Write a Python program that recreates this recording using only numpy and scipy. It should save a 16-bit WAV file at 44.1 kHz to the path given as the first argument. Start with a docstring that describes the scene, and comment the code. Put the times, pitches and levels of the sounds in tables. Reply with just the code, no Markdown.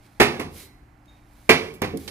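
"""Over a faint low hum in an open garage, a hammer strikes a wooden cabinet: its panels crack
and ring in their normal modes, overloading the microphone. A loose board knocks, a foot falls
and the cabinet rocks with a low boom. A shoe scuffs on gritty concrete, leaving a metallic
ring, and a thin trill follows. At 1.5 s the hammer strikes again; then come another knock,
more booms, ticks of grit and splinters, and a heavier step, all prolonged by reverberation."""
import sys
import numpy as np
from scipy import signal
from scipy.fft import rfft, irfft
from scipy.io import wavfile
from scipy.ndimage import uniform_filter1d

SR = 44100
rng = np.random.default_rng(int(sys.argv[2]) if len(sys.argv) > 2 else 0)


def store_wav(level_fs):
    """Save 16-bit WAV to argv[1]."""
    pcm = np.round(np.clip(np.atleast_2d(level_fs), -1, 1) * 32767)
    wavfile.write(sys.argv[1], SR, pcm.T.astype(np.int16))


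N = 92610
T = np.arange(N) / SR
FREQS = np.maximum(np.fft.rfftfreq(N, 1 / SR), 1)
MIC_DELAY_S = np.array([[0.00012], [0]])  # left, right

# centres of an impact's bass, body, bite and treble: frequency_hz
COLOUR_HZ = [150, 600, 2200, 9000]
# shoe and clothing rubs: peak_s, level_db, rise_s, fall_s, tilt_db_per_octave
RUBS = [(0.061, -61, 0.025, 0.016, -2.5), (0.149, -65, 0.23, 0.14, -1.5), (0.591, -44, 0.038, 0.047, 1.5),
        (1.13, -67.5, .06, 0.11, -3.5), (1.43, -61.5, .1, 0.17, 0.5), (2.01, -50.5, 0.024, 0.12, 2)]


def undb(db):
    """Amplitude ratio of a level in decibels."""
    return 10 ** (np.asarray(db) / 20)


def curve(points, hz):
    """Interpolation of (frequency, value) points on a logarithmic frequency axis."""
    p = np.array(points, float)
    return np.interp(np.log(hz), np.log(p[:, 0]), p[:, 1])


def pan(db):
    """Left and right gains for a level difference, left minus right."""
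    return undb(np.array([[1], [-1]]) * db / 2)


def noise(spectrum, extra_db=0):
    """Partially coherent noise at two microphones: unit power, then shaped by extra_db."""
    # likeness of the channels: frequency_hz, correlation (before clipping to 0-1)
    likeness = [(40, 1.1), (130, 0.96), (250, 0.9), (500, 1.84), (1000, -0.57), (2000, 1.34), (6000, 0.38)]
    mid, side = rfft(rng.standard_normal((2, N)))
    like = np.clip(curve(likeness, FREQS), 0, 1)
    pair = np.sqrt((1 + like) / 2) * mid + np.sqrt((1 - like) / 2) * side * np.array([[1], [-1]])
    gain = undb(curve(spectrum, FREQS))
    return irfft(pair * gain / np.sqrt(np.mean(gain ** 2)) * undb(extra_db), N)


def envelope(start, rise, t60):
    """Smooth onset and exponential decay, falling 60 dB in t60 seconds."""
    age = np.maximum(T - start, 0)
    return (1 - np.exp(-(age / rise) ** 2)) * np.exp(-np.minimum(np.log(1000) * age / t60, 20))


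def damp(x, start, rise, t60s):
    """Frequency-dependent damping: each octave decays at its own rate."""
    octaves, spectrum = np.arange(6, 15), rfft(x)
    return sum(irfft(spectrum * np.interp(np.log2(FREQS), octaves, 1. * (octaves == k)), N)
               * envelope(start, rise, curve(t60s, 2. ** k)) for k in octaves)


def grain(depth_db, samples=60):
    """Random amplitude modulation, heard as roughness."""
    flicker = uniform_filter1d(rng.standard_normal(N), samples)
    return undb(depth_db * flicker / flicker.std())


def ring(modes, start, rise, pitch, colour):
    """Superposition of damped modes of alternating sign; pitch multiplies every frequency."""
    age = T - start - MIC_DELAY_S
    return sum((-1) ** k * undb(db + curve(colour, hz)) * pan(side)
               * np.sin(2 * np.pi * hz * pitch * age) * envelope(start, rise, t60)
               for k, (hz, db, t60, side) in enumerate(modes))


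def placed(x):
    """Path difference and shadowing: sound reaches the left microphone later and partly shaded."""
    # shading: frequency_hz, pan_db
    balance = [(60, 0.5), (170, 3.5), (450, -8), (1000, -2), (1500, -7.5), (2100, -11), (4000, -1),
               (8500, -2.5), (12000, -9)]
    delay = np.exp(-2j * np.pi * FREQS * MIC_DELAY_S)
    return irfft(rfft(x) * delay * pan(curve(balance, FREQS)), N)


def background():
    """Ambient noise: broadband outdoor air through the open door, and a hum of pure tones."""
    # air spectrum: frequency_hz, density_db
    spectrum = [(15, -33.5), (25, -5), (54, 3), (81, -6.5), (243, -11.5), (264, -13), (301, -11.5),
                (450, -28), (811, -15.5), (2630, -34.5), (3730, -42.5), (4040, -39), (15000, -49)]
    # hum tones: pitch_hz, level_db
    tones = [(52, -63), (116, -58), (296, -62)]
    # balance of the air: frequency_hz, pan_db
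    balance = [(60, 2), (200, 0), (500, -10.5), (1000, -2), (2200, -18.5), (4500, 3.5), (12000, -8)]
    air = irfft(rfft(noise(spectrum)) * pan(curve(balance, FREQS)), N)
    hum = sum(undb(db) * np.sin(2 * np.pi * (hz * T + rng.random())) for hz, db in tones)
    return undb(-53.5) * air + hum


def garage(x):
    """Diffuse reverberation: convolution with an impulse response of decaying noise."""
    # reverberation time: frequency_hz, t60_s
    decay = [(70, 0.7), (250, 0.8), (700, 0.47), (2200, 0.43), (6000, 0.4), (13000, 0.82)]
    # reverberant level relative to the input: frequency_hz, gain_db
    response = [(50, -17), (90, 5), (300, -7), (1000, -8.5), (2500, -11), (6000, -13), (14000, -19)]
    build_s, smoothing_hz = 0.01, 45
    tail = rfft(damp(noise([(1, 0)]), 0, build_s, decay))
    power = uniform_filter1d(np.abs(tail) ** 2, int(smoothing_hz * N / SR), axis=1)
    impulse = irfft(tail * undb(curve(response, FREQS)) / np.sqrt(power), N)[:, :N // 2]
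    return signal.fftconvolve(x, impulse, axes=1)[:, :N]


def trill():
    """Amplitude modulation shapes two high partials into three faint, fluttering notes."""
    # partials: pitch_hz, level_db
    partials = [(3725, -65.5), (6670, -79.5)]
    # notes: start_s, gain_db
    notes = [(1.078, 9), (1.128, -8), (1.228, -7.5)]
    tone = sum(undb(db) * np.sin(2 * np.pi * hz * T) for hz, db in partials)
    pulses = sum(undb(db) * envelope(start, rise=0.0024, t60=0.26) for start, db in notes)
    return tone * grain(2.5, samples=300) * pulses


def rubs():
    """Sliding friction of sole and clothing makes grainy swells of hiss."""
    # friction spectrum: frequency_hz, density_db
    spectrum = [(300, -0.5), (1200, -2), (1900, -4), (2250, 4), (2800, -4), (3800, 0), (4300, -1),
                (5000, -2.5), (7000, -5.5), (11000, -2.5), (15500, -9)]
    octaves = np.log2(np.maximum(FREQS, 500) / 5000)
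    hiss = 0
    for peak, db, rise, fall, tilt in RUBS:
        swell = np.exp(-((T - peak) / np.where(T < peak, rise, fall)) ** 2 / 2)
        hiss += undb(db) * noise(spectrum, tilt * octaves) * swell
    return pan(-4.5) * hiss * grain(depth_db=1)


def scrape_ring():
    """Free vibration: the strongest rub leaves a faint metallic ring."""
    # metallic modes: base_hz, level_db, t60_s, pan_db
    modes = [(2130, -14.5, 0.91, -9), (2290, -15.5, 0.67, -17), (4290, -3, .5, 0), (4420, -24, .5, 1)]
    peak, db, rise, *_ = max(RUBS, key=lambda row: row[1])
    return undb(db) * ring(modes, peak - rise, rise, pitch=0.94, colour=[(1, 0.0082)])


def ticks():
    """Brief transients have broad spectra: grit and splinters give bright clicks."""
    # clicks: start_s, level_db, t60_s, tilt_db_per_octave, pan_db
    clicks = [(1.057, -53, .02, 7, -3), (1.738, -41.5, 0.12, 16, 2), (1.8186, -16, 0.014, 10, -3),
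              (1.825, -30, 0.017, 1, -2), (1.9722, -29, 0.025, 10, -11.5), (2.077, -30, 0.11, 1.5, -5.5)]
    # click spectrum before the tilt: frequency_hz, density_db
    spectrum = [(200, 6.5), (1200, 3), (4000, 5), (8000, -7), (13000, -12), (16000, -28)]
    octaves = np.log2(FREQS / 8000)
    return placed(sum(undb(db) * pan(side) * noise(spectrum, tilt * octaves)
                      * envelope(start, 0.000445, t60) for start, db, t60, tilt, side in clicks))


def steps():
    """Soft impacts: each footfall excites heavily damped modes and a dull crunch under the sole."""
    # footfalls: start_s, level_db, rise_s, pitch_ratio
    footfalls = [(0.402, -24.5, 0.057, 2.6), (1.927, -12.5, 0.025, 1.0)]
    # thud modes: base_hz, level_db, t60_s, pan_db
    modes = [(187, -8.5, 0.17, -6), (273, -0.5, 0.14, -5), (337, -5, 0.17, 2), (440.6, 3.5, 0.094, -9.5),
             (546, -7, 0.088, 1), (710, -10, 0.09, -4)]
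    # crunch spectrum: frequency_hz, density_db
    sole = [(60, -15), (180, 22), (450, 6), (700, -11), (1100, -24), (3000, -47)]
    out = 0
    for start, db, rise, pitch in footfalls:
        thud = ring(modes, start, rise, pitch, colour=[(1, 0.026)])
        crunch = undb(-2) * placed(noise(sole)) * envelope(start, rise, t60=0.13)
        out += undb(db) * (thud + crunch)
    return out


def rocking():
    """A damped oscillator: the cabinet booms at one low pitch as it rocks on the floor."""
    # booms: start_s, level_db
    booms = [(0.436, -40), (1.837, -40), (1.988, -43.5)]
    boom_hz = 79.6
    return sum(undb(db) * np.sin(2 * np.pi * boom_hz * (T - start))
               * envelope(start, rise=0.0067, t60=0.48) for start, db in booms)


def panel_ring(hits):
    """Impulse excitation: each hit sets the cabinet's normal modes ringing."""
    # cabinet modes: base_hz, level_db, t60_s, pan_db
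    modes = [(168.7, -12.5, 0.32, -1), (211.7, -5, 0.091, 6), (261.2, -6.5, 0.29, 1),
             (350.5, -10, 0.078, -1.5), (371.6, -1, 0.12, 2.5), (426.3, -3.5, 0.083, -5),
             (445, 0.5, 0.17, -10), (509, -9.5, .1, -6), (609.5, -16.5, .13, -14), (695, -7.5, 0.15, -7.5),
             (826, -9, 0.19, -2), (928, -12, 0.16, -0.5), (1080, -19, 0.097, 0), (1906, -8, 0.14, -4.5),
             (1985, -8, 0.21, -9), (2195, -13, 0.13, -4.5), (2272, -15.5, 0.23, -7),
             (2352, -7.5, .16, -8.5), (2462, -16.5, .16, -4)]
    return sum(undb(db) * ring(modes, start, rise=0.0035, pitch=pitch, colour=list(zip(COLOUR_HZ, tone)))
               for start, db, _, pitch, _, _, *tone in hits)


def wood_crack(hits):
    """Modal overlap: dense resonances merge into noise as the wood snaps, splinters and slaps back."""
    # dense panel resonances: frequency_hz, density_db
    panel = [(30, -25), (70, -10.5), (110, -21), (190, -6), (380, -2.5), (560, -7.5), (1000, -4),
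             (1500, -10), (2000, -5), (2450, -5), (3000, -12), (5000, -18), (7000, -26), (8400, -28.5),
             (9600, -23.5), (12000, -26.5), (16000, -36)]
    # their damping: frequency_hz, t60_s
    decay = [(60, 0.27), (300, 0.12), (1000, 0.18), (2300, 0.17), (5000, 0.3), (13000, 0.11)]
    contact_db, attack_s = 3.5, 0.0021
    out = 0
    for start, _, crack_db, _, rebound_s, rebound_db, *tone in hits:
        colour = curve(list(zip(COLOUR_HZ, tone)), FREQS)
        snap = noise(panel, colour) * envelope(start, rise=0.0017, t60=0.018)
        out += undb(crack_db + contact_db) * snap
        for at, db in ((start, crack_db), (start + rebound_s, crack_db + rebound_db)):
            out += undb(db) * damp(noise(panel, colour), at, attack_s, decay) * grain(depth_db=2)
    return placed(out)


def scene():
    """Superposition of direct sound, reverberation and ambient noise."""
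    # hammer blows: start_s, ring_db, crack_db, pitch_ratio, rebound_delay_s, rebound_db,
    # bass_db, body_db, bite_db, treble_db
    blows = [(0.1987, -11, -9, 0.93, .0175, -4.5, -1.5, 2, -0.66, 0.5),
             (1.4915, -9.5, -11, 0.99, 0.01375, -7.5, 0, 1.3, 3.7, 3)]
    # knocks of loose boards: same columns
    knocks = [(0.3943, -31.5, -24.5, .98, .012, -8, 5.2, 1.8, -6, -1),
              (1.8169, -28.5, -20, 1.14, 0.02, -6, 9, 2.3, -4, -5)]
    hits = blows + knocks
    ringing = panel_ring(hits) + steps()
    rest = wood_crack(hits) + rocking() + ticks() + trill() + rubs() + scrape_ring()
    reverberation = garage(rest + undb(-6) * ringing)
    return ringing + rest + reverberation + background()


def record(dry):
    """Saturation: the microphone flattens the loudest peaks, then a low-pass cuts the top."""
    cutoff_hz = 15300
    clipped = dry / (1 + dry ** 6) ** (1 / 6)
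    return signal.sosfilt(signal.ellip(8, .2, 70, cutoff_hz, fs=SR, output="sos"), clipped)


dry = scene()
out = record(dry)
store_wav(out)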